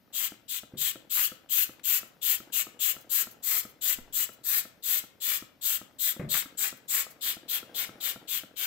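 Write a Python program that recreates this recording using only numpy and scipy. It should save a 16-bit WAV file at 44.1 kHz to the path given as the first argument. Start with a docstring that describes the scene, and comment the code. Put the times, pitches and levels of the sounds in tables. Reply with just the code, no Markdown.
"""Two faint trigger taps, then a bright hiss: a trigger bottle is pumped about three times a second.
It sprays foam cleaner on a saw blade in a plastic lid, each squeeze being noise in the nozzle's resonances.
Tiny random impacts patter on the foam; the trigger's knock is a ring of sines with a noise snap.
Air sips, single big drops and two dull bench thuds with rebounds join in.
A small workshop answers with decaying noise tails, over quiet air and low rumble."""
import sys
import numpy as np
from scipy import signal
from scipy.fft import rfft, irfft, next_fast_len
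from scipy.io import wavfile
from scipy.ndimage import map_coordinates

SR = 44100
rng = np.random.default_rng(int(sys.argv[2]) if len(sys.argv) > 2 else 0)


def int16_out(signal):
    """Quantize to a 16-bit WAV file."""
    q = np.round(np.clip(np.atleast_2d(signal).T, -1, 1) * 32767)
    wavfile.write(sys.argv[1], SR, q.astype(np.int16))


N = 381906  # length [samples]

# Table levels are relative: each layer adds its own trim.
# Squeezes: (start [s], trigger let go [s], hiss [dB], whistle [dB], throat [dB], throat pitch [Hz], splash [dB])
SQUEEZES = [(0.13, 0.318, -29.5, -38.5, -39.5, 3220, -48), (0.484, 0.632, -32.5, -40.5, -38.5, 3460, -54),
            (0.773, .954, -29, -37.5, -36, 3350, -48.5), (1.099, 1.317, -25, -37.5, -37.5, 3180, -45.5),
            (1.493, 1.691, -23.5, -37.5, -37.5, 3170, -46.5), (1.837, 2.029, -24, -36, -37, 3000, -46),
            (2.217, 2.401, -25, -37.5, -35.5, 3250, -46), (2.525, 2.666, -26, -35, -36, 3090, -48),
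            (2.795, 2.963, -25, -34.5, -36.5, 3110, -47.5), (3.097, 3.269, -24, -35.5, -40.5, 3300, -45),
            (3.427, 3.65, -26, -37.5, -43.5, 3540, -44), (3.813, 3.984, -26.5, -36.5, -38.5, 3340, -46),
            (4.128, 4.29, -26.5, -35, -41.5, 3300, -47.5), (4.438, 4.651, -26, -38.5, -43, 3780, -44),
            (4.828, 5.038, -27, -38, -38.5, 3480, -46.5), (5.205, 5.421, -29, -39.5, -38.5, 3410, -44.5),
            (5.615, 5.812, -28, -38, -39.5, 3470, -47), (5.988, 6.162, -26.5, -37.5, -39.5, 3550, -48.5),
            (6.292, 6.456, -27, -35, -35.5, 3600, -44), (6.575, 6.724, -28.5, -33.5, -42.5, 3540, -42.5),
            (6.882, 7.064, -28, -33.5, -41.5, 3470, -41), (7.212, 7.367, -31.5, -40, -35, 3580, -44.5),
            (7.483, 7.627, -30, -43, -36, 3420, -46.5), (7.746, 7.89, -33, -43.5, -35.5, 3440, -45),
            (8.006, 8.158, -31, -41.5, -36, 3440, -45.5), (8.277, 8.433, -32, -42, -37, 3330, -48.5),
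            (8.562, 8.726, -34, -45, -38, 3200, -45)]
# Mist leaving the nozzle, also the colour of the air sips: (frequency [Hz], level [dB])
MIST_SPECTRUM = [(1500, -56), (4000, -9.5), (5600, -17.5), (6500, -6.5), (7500, -33.5), (9000, -10),
                 (10300, -14.5), (11700, -2.5), (13500, -4), (15000, -2.5), (15700, -1.5), (16000, -24)]
# Fine droplets landing on foam: (frequency [Hz], level [dB])
SPLASH_SPECTRUM = [(150, -19), (400, -12.5), (800, -21), (1300, -3), (2100, -2), (3000, -3), (5000, -2.5),
                   (9000, -8), (16000, -5)]
# Heavy drops slapping the wet blade: (frequency [Hz], level [dB])
SLAP_SPECTRUM = [(200, -32), (700, -15.5), (1250, -5), (2100, 3.5), (2800, -1.5), (4500, -16.5),
                 (10000, -36)]
# Where the nozzle points, as a lean of the top hiss to the left: (time [s], level [dB])
NOZZLE_AIM = [(0, 11), (1.1, 9), (2.55, 17), (4.1, 12), (4.5, 8.5), (6.3, 10), (7.2, 2.5), (8, 11)]
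# Thin edge tone, faint until it sings in the last squirts: (time [s], level [dB])
EDGE_LEVEL = [(7.3, -56), (7.75, -35.5), (8.3, -39), (8.6, -36)]
# The pump's ring: (frequency [Hz], level [dB], decay by 60 dB [s], rise [s])
PUMP_MODES = [(126, -7.5, 0.097, 0.011), (219, -1.5, 0.061, 0.0079), (259, -1.5, 0.053, 0.0021),
              (314.6, 2, 0.039, 0.0013), (522, -7.5, 0.081, 0.0032), (649, -5, 0.035, 0.00029),
              (727, 3.5, 0.0081, 0.00076), (1317, 3, 0.03, 0.0001), (1530, -8, 0.0038, 0.00035)]
# The lever's ring: (frequency [Hz], level [dB], decay by 60 dB [s], rise [s])
LEVER_MODES = [(307, 11, 0.034, 0.0019), (484, 7.5, 0.032, 0.002), (668, 3, 0.02, 0.0018),
               (754, 7.5, 0.014, 0.0013), (1520, -2, 0.031, 0.00071)]
# The hollow plastic body: (frequency [Hz], level [dB])
BODY_SPECTRUM = [(70, -35), (170, -8), (280, -5.5), (550, -6.5), (800, -5.5), (1000, -13), (1400, -8.5),
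                 (2000, -12), (4000, -35), (12000, -43)]
# Two taps as the finger takes up the trigger's slack: (time before the squeeze [s], peak [dB])
SLACK_TAPS = [(.052, -44.5), (.025, -46.5)]
# The pump sucks air with a brief hiss as it refills: (time [s], level [dB])
SIPS = [(1.73, -57), (2.075, -56), (3.012, -51), (3.315, -47.5), (3.70, -52), (4.335, -48.5), (6.774, -55),
        (7.111, -47.5)]
# Big drops and spits: (time [s], peak [dB])
SPITS = [(.3394, -44), (1.1734, -22.5), (1.1925, -24), (1.212, -30), (1.7953, -41), (1.9484, -36),
         (6.341, -17.5), (6.3524, -19.5), (6.3664, -19.5), (6.3784, -25), (6.4234, -27.5)]
# Thuds in the bench and their rebounds: (time [s], level [dB], rattle [dB], low boom [dB])
THUDS = [(.735, -33, -12, -23), (.769, -44, -16, -10), (6.194, -23, -3, -9.5), (6.221, -37.5, 0, -17),
         (6.243, -36, -4, 0.5), (6.269, -39, -17, 4)]
# The bench's ring: (frequency [Hz], level [dB], decay by 60 dB [s], rise [s])
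BENCH_MODES = [(70.7, -32, .3, .004), (117, -12, 0.34, 0.01), (139.3, -4, 0.82, 0.0026),
               (175, 10, 0.056, 0.0011), (223.7, -3, 0.208, 0.0011), (265, -4, 0.14, 0.00092),
               (370, -10.5, 0.27, 0.0009), (403, -9, 0.14, 0.0011), (518.5, -9, 0.2, 0.0011),
               (654, -22.5, 0.2, 0.00102)]
# Loose things on the bench: (frequency [Hz], level [dB])
RATTLE_SPECTRUM = [(60, -24), (160, -8), (260, 4.5), (400, -11), (600, -1.5), (850, -16), (2300, -11.5),
                   (4000, -44)]
# The bench's deep boom: (frequency [Hz], level [dB])
BOOM_SPECTRUM = [(25, -37.5), (55, -12.5), (90, -22), (140, -2), (220, -11), (400, -28), (1000, -72)]
# The workshop's tail: (frequency [Hz], decay by 60 dB [s])
ROOM_DECAY = [(150, 0.1), (600, 0.61), (1500, 0.45), (3500, 0.37), (8000, 0.27), (13000, 0.21),
              (16000, 0.2)]
# Still air: (frequency [Hz], level [dB])
AIR_SPECTRUM = [(15, -57), (25, -14.5), (90, -2), (263, 0.5), (416, -15), (545, -16), (624, -16),
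                (775, -31), (887, -12), (1370, -15.5), (3920, -17.5), (9570, -33), (14800, -13.5),
                (16000, -48)]
# Low room noise and the handling rattles: (time [s], level [dB])
MURK_LEVEL = [(0, -69), (1, -67), (2.5, -59.5), (5.7, -65), (6.3, -59.5), (7.4, -61), (7.8, -51.5),
              (8.66, -65)]
# Brief swells of low rumble: (time [s], level [dB])
RUMBLE_SWELLS = [(4.01, -52), (4.16, -59)]
# The right microphone is shaded against the left one: (frequency [Hz], level [dB])
RIGHT_SHADE = [(200, -0.5), (600, -1), (1300, -7), (2100, -8.5), (3200, -11), (4400, -3.5), (5400, 2),
               (6400, -1.5), (7500, -10.5), (8800, -6.5), (10200, 3.5), (11800, -11), (13500, -1),
               (15400, -11.5)]

VALVE_LEAD_S = 0.0049  # the valve cracks open just before the stroke
ATTACK_S, USUAL_LENGTH_S, LAZINESS = 0.017, 0.13, 0.84  # pressure builds more slowly in a longer stroke
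CLOSE_S, DWELL_S = 0.015, 0.02644  # pressure fades as the piston bottoms out; the finger rests before letting go
FLIGHT_S, LINGER_S = 0.00067, 0.027  # the foam lands a little later and goes on landing after the jet stops
SKEW = 1.033  # the landing peaks after mid-stroke
HISS_HZ, HISS_WIDTH_HZ = 13600, 1830  # the nozzle's broad top resonance
WHISTLE_HZ, THROAT_HZ, WHISTLE_FOLLOWS = 7614, 3450, 0.16  # usual pitches; the whistle follows slightly
THROAT_SAG = 0.15  # how strongly the throat sinks over a stroke as foam fills the nozzle
SING_HZ, SING_WIDTH_HZ = 14000, 580  # the edge tone
BRIGHTENS, USUAL_HISS_DB = 0.5, -27.5  # extra top dB for each dB that a squeeze is stronger than usual
SURGE_DB = 0.8  # depth of the jet's slower unsteadiness
KNOCK_DB = -35  # peak of the trigger springing back, before the room
HURRIED_S, CALM_DB_PER_S = 0.12, 217.5  # after longer pauses than this the taps are softer
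TAP_SNAP_S = 0.025  # the tap's snap falls 60 dB in this time
SIP_RISE_DB_PER_S, SIP_FALL_DB_PER_S = 1100, 651  # a sip swells faster than it fades
SWELL_S = 0.022  # time from a rumble swell's top to 1 dB down
FUMBLE_DB = 3.5  # unsteadiness of the handling rattles
TOP_HZ = 15750  # upper band limit


def spray():
    """Each squeeze sounds at the nozzle first, then where the foam lands."""
    out = np.zeros((2, N))
    lead = 0.02  # room for the valve to open before the stroke [s]
    t = np.arange(SR // 3) / SR - lead
    for start, let_go, *voice, splash_db in SQUEEZES:
        length = let_go - DWELL_S - start
        jet = nozzle(t, length, curve(EDGE_LEVEL, start), *voice)
        landing = foam(t, length, splash_db)
        left, right = glance(jet + landing, echo=0.21, drift=0.00081)
        # the top hiss follows the nozzle's aim
        beam = [(500, 1), (1500, -4.5), (8000, -3), (12000, 4 - curve(NOZZLE_AIM, start))]
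        # the right side hears it 0.07 ms earlier
        right = filtered(right, lambda hz: amp(along(beam, hz)) * np.exp(2j * np.pi * hz * 0.00007))
        squirt = amp(2.5) * np.array([left, right])
        add(out, start - lead, moving_in_room(squirt, wet_db=-14.0))
    return out


def nozzle(t, length, edge_db, hiss_db, whistle_db, throat_db, throat_hz):
    """Turbulence in the foam nozzle's resonances; the top hiss grows fastest with flow."""
    n = len(t)
    attack = ATTACK_S * (length / USUAL_LENGTH_S) ** LAZINESS
    flow = build_up(t + VALVE_LEAD_S, attack) * build_up(length - t, CLOSE_S)

    shelf = [(10300, 0), (11700, BRIGHTENS * (hiss_db - USUAL_HISS_DB))]

    def mist_response(hz):
        """The mist's colour, lifted by the nozzle's top resonance."""
        colour = amp(along(MIST_SPECTRUM, hz) + along(shelf, hz))
        return colour * (1 + 0.96 * resonance(hz, HISS_HZ, HISS_WIDTH_HZ))

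    mist = filtered(noise(n, 0.31), mist_response)
    edge = filtered(noise(n, 0.4), lambda hz: resonance(hz, SING_HZ, SING_WIDTH_HZ) ** 2)
    whistle_hz = WHISTLE_HZ * (throat_hz / THROAT_HZ) ** WHISTLE_FOLLOWS
    whistle = filtered(noise(n, 0.21), lambda hz: resonance(hz, whistle_hz, 1280) ** 2)
    throat = filtered(noise(n, 0.69),
                      lambda hz: resonance(hz, throat_hz, 1150) * resonance(hz, throat_hz, 2200) ** 2)
    # reading the throat noise ever more slowly lowers its pitch
    pace = 1 + THROAT_SAG * (0.35 - np.clip(t / length, 0, 1))
    throat = np.array([np.interp(np.cumsum(pace), np.arange(n), side) for side in throat])

    top = amp(hiss_db + 1.17) * unit(mist) + amp(edge_db) * unit(edge)
    jet = (flow ** 2.24 * top
           + flow ** 1.1 * amp(whistle_db + 2.0) * unit(whistle)
           + flow ** 0.95 * amp(throat_db - 0.76) * unit(throat))
    sputter_db = 1.3 * wobble(n, 900) + SURGE_DB * wobble(n, 57.8)  # the jet tears into drops
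    return jet * amp(sputter_db)


def build_up(t, time_s):
    """Pressure rises from 0 at t = 0 towards 1."""
    return 1 - np.exp(-np.maximum(t, 0) / time_s)


def foam(t, length, splash_db):
    """The landing spray swells and fades in one arch; heavy drops gather near its top."""
    progress = np.clip((t - FLIGHT_S) / (length + LINGER_S), 0, 1)
    arch = np.abs(np.sin(np.pi * progress ** SKEW))
    level = amp(splash_db + 5.0)
    fine = level * arch ** 0.69 * patter(len(t), SPLASH_SPECTRUM, rate=6000, spread_db=4.5)
    heavy = level * arch ** 2.4 * patter(len(t), SLAP_SPECTRUM, rate=2000, spread_db=0)
    return fine + heavy


def patter(n, spectrum, rate, spread_db):
    """Many tiny impacts, rate a second on average; spread_db makes their sizes unequal."""
    hits = (rng.random(n) < rate / SR) * amp(spread_db * rng.standard_normal(n))
    return coloured(hits * noise(n, 0.54), spectrum)


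def trigger():
    """The spring throws the piston back with a knock; two taps lead into each squeeze, louder when hurried."""
    out = np.zeros((2, N))
    t = np.arange(SR // 6) / SR
    last_let_go = -0.031
    for start, let_go, *_ in SQUEEZES:
        calm_db = CALM_DB_PER_S * (start - last_let_go - HURRIED_S)
        for before, db in SLACK_TAPS:
            tap = amp(db - calm_db) * clack(LEVER_MODES, t, detune=0.08, snap_db=-12, snap_t60=TAP_SNAP_S)
            add(out, start - before, in_room(tap, wet_db=-26.5))
        knock = amp(KNOCK_DB) * clack(PUMP_MODES, t, detune=0.03, snap_db=-6.5, snap_t60=0.015)
        add(out, let_go + 0.00195, in_room(knock, wet_db=-11))
        last_let_go = let_go
    return out


def clack(modes, t, detune, snap_db, snap_t60):
    """Plastic on plastic: a broad snap in the hollow body and a short ring, peak 1."""
    snap = coloured(rng.standard_normal(len(t)), BODY_SPECTRUM) * amp(snap_db - 60 * t / snap_t60)
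    y = ring(modes, t, detune) + snap
    return y / np.abs(y).max()


def sips():
    """Now and then the refilling pump sips air: a short swell of mist-coloured noise."""
    out = np.zeros((2, N))
    t = np.arange(-SR // 20, SR // 8) / SR
    for s, db in SIPS:
        swell_db = np.minimum(SIP_RISE_DB_PER_S * t, -SIP_FALL_DB_PER_S * t)
        level_db = db + 1 + swell_db + 2 * wobble(len(t), 296)
        sip = amp(level_db) * coloured(noise(len(t), 0.26), MIST_SPECTRUM)
        add(out, s + t[0], in_room(sip, wet_db=-22))
    return out


def spits():
    """Single big drops snap above the patter as fast-dying noise bursts."""
    out = np.zeros((2, N))
    t = np.arange(SR // 30) / SR
    colour = [(200, -20), (700, -10.5), (1300, 2), (3000, 0), (6500, -15), (16000, -20)]
    for s, db in SPITS:
        snap = coloured(noise(len(t), 0.71), colour) * amp(-60 * t / 0.036)
        add(out, s, in_room(amp(db + 0.5) * snap / np.abs(snap).max(), wet_db=-16.5))
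    return out


def thuds():
    """The bench booms under a soft blow, and loose things on it rattle briefly."""
    out = np.zeros((2, N))
    n = SR // 2
    t = np.arange(n) / SR
    contact = np.sin(np.pi / 2 * np.clip(t / 0.004, 0, 1)) ** 2  # a soft contact has no click
    for s, db, rattle_db, boom_db in THUDS:
        wood = ring(BENCH_MODES, t, detune=0.0041) * amp(-40 * t)  # things lying on the bench damp it
        rattle_fade_db = rattle_db - 5.5 - 60 * t / 0.14 + 1.7 * wobble(n, 120)
        rattle = coloured(noise(n, 0.89), RATTLE_SPECTRUM) * amp(rattle_fade_db)
        boom = coloured(noise(n, 0.98), BOOM_SPECTRUM) * amp(boom_db - 6 - 60 * t / 0.31)
        blow = amp(db - 0.5) * contact * (wood + rattle + boom)
        add(out, s, in_room(blow, wet_db=-10.5))
    return out


def air():
    """Quiet room noise, small rattles of the handled bottle, and a low rumble that swells twice."""
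    t = np.arange(N) / SR
    murk_db = curve(MURK_LEVEL, t)
    low_colour = [(40, -40), (130, -4.5), (260, -11.5), (400, -6), (550, -2), (900, -13),
                  (2500, -16.5), (8000, -30)]
    rumble_colour = [(20, -0.5), (45, -8), (90, -11), (200, -34.0), (800, -66)]
    still = amp(-65.5) * coloured(noise(N, 0.45), AIR_SPECTRUM)
    low = amp(murk_db - 4.5) * coloured(noise(N, 0.91), low_colour)
    fumble = amp(murk_db - 7.5 + FUMBLE_DB * wobble(N, 12))
    handling = fumble * patter(N, BODY_SPECTRUM, rate=160, spread_db=1.5)
    swells = sum(amp(db - ((t - s) / SWELL_S) ** 2) for s, db in RUMBLE_SWELLS)
    rumble = swells * coloured(noise(N, 0.23), rumble_colour)
    return still + low + handling + rumble


def glance(x, echo, drift, count=4):
    """Short echoes off the bench, lid and hand; their paths slide as the bottle moves."""
    i = np.arange(x.shape[-1])
    out = x.copy()
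    for side in range(2):
        lags = rng.uniform(0.0004986, 0.005, count)  # [s]
        slides = rng.normal(0, drift, count)
        for lag, slide in zip(lags, slides):
            out[side] += echo * map_coordinates(x[side], [i * (1 + slide) - lag * SR])
    return out / np.sqrt(1 + count * echo ** 2)


def moving_in_room(x, wet_db, count=4):
    """The bottle moves, so each part of a squirt meets a different tail, crossfading every 60 ms."""
    place = np.minimum(np.arange(x.shape[-1]) / (0.06 * SR), count - 1)
    return sum(in_room(x * np.maximum(1 - np.abs(place - k), 0), wet_db) for k in range(count))


def in_room(x, wet_db):
    """A sound followed by the workshop's tail, each frequency dying at its own speed."""
    hz, t, z = signal.stft(rng.standard_normal((2, SR // 3)), SR, nperseg=256)
    decay = amp(-60 * t / along(ROOM_DECAY, hz)[:, None])
    onset = 1 - np.exp(-t / 0.021)
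    tail = signal.istft(z * decay * onset, SR, nperseg=256)[1]
    tail = tail / np.linalg.norm(tail[0])
    source = np.atleast_2d(x)[:1]  # the left or only side feeds both tails
    out = amp(wet_db) * signal.fftconvolve(source, tail, axes=1)
    out[:, :x.shape[-1]] += x
    return out


def ring(modes, t, detune):
    """One blow starts all modes together, with peak 1; strengths and pitches vary with the contact."""
    y = np.zeros(len(t))
    for hz, db, t60, rise in modes:
        envelope = amp(db + rng.normal(0, 2.4) - 60 * t / t60) * (1 - np.exp(-t / rise))
        y += envelope * np.sin(2 * np.pi * hz * (1 + detune * rng.normal()) * t)
    return y / np.abs(y).max()


def resonance(hz, centre_hz, width_hz):
    """A causal band-pass: the response of one damped resonator."""
    return 1j * hz * width_hz / (centre_hz ** 2 - hz ** 2 + 1j * hz * width_hz)


def noise(n, alike):
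    """Stereo noise whose sides share a part."""
    alike = np.clip(alike, 0, 1)
    shared = np.sqrt(alike) * rng.standard_normal(n)
    return shared + np.sqrt(1 - alike) * rng.standard_normal((2, n))


def wobble(n, rate):
    """A smooth random curve, rate knots a second."""
    knots = rng.standard_normal(int(n * rate / SR) + 4)
    return map_coordinates(knots, [np.arange(n) * rate / SR])


def filtered(x, response):
    """x times a response of frequency."""
    n = x.shape[-1]
    m = next_fast_len(n + SR // 20)
    return irfft(rfft(x, m) * response(np.fft.rfftfreq(m, 1 / SR)), m)[..., :n]


def coloured(x, spectrum):
    """x shaped by (frequency [Hz], level [dB]) points, at rms 1."""
    return unit(filtered(x, lambda hz: amp(along(spectrum, hz))))


def along(points, hz):
    """(frequency [Hz], value) points joined on a log frequency axis."""
    f, v = np.transpose(points)
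    return np.interp(np.log(hz + 1), np.log(f + 1), v)


def curve(rows, t):
    """(time [s], value) rows joined by straight lines."""
    return np.interp(t, *np.transpose(rows))


def amp(db):
    """Decibels to gain."""
    return 10 ** (np.asarray(db) / 20)


def unit(x):
    """Scale to rms 1."""
    return x / np.sqrt(np.mean(x ** 2) + 1e-20)


def add(track, s, sound):
    """Mix a sound in at time s, cut at the track's end."""
    i = max(round(s * SR), 0)
    part = track[..., i:i + sound.shape[-1]]
    part += sound[..., :part.shape[-1]]


def scene():
    """All sources at the two microphones."""
    return spray() + trigger() + sips() + spits() + thuds() + air()


def record(dry):
    """The right microphone is shaded, and both sides fall off steeply at the band limit."""
    right = filtered(dry[1], lambda hz: amp(along(RIGHT_SHADE, hz)))
    heard = np.array([dry[0], right])
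    return filtered(heard, lambda hz: 1 / np.sqrt(1 + (hz / TOP_HZ) ** 280))


dry = scene()
out = record(dry)
int16_out(out)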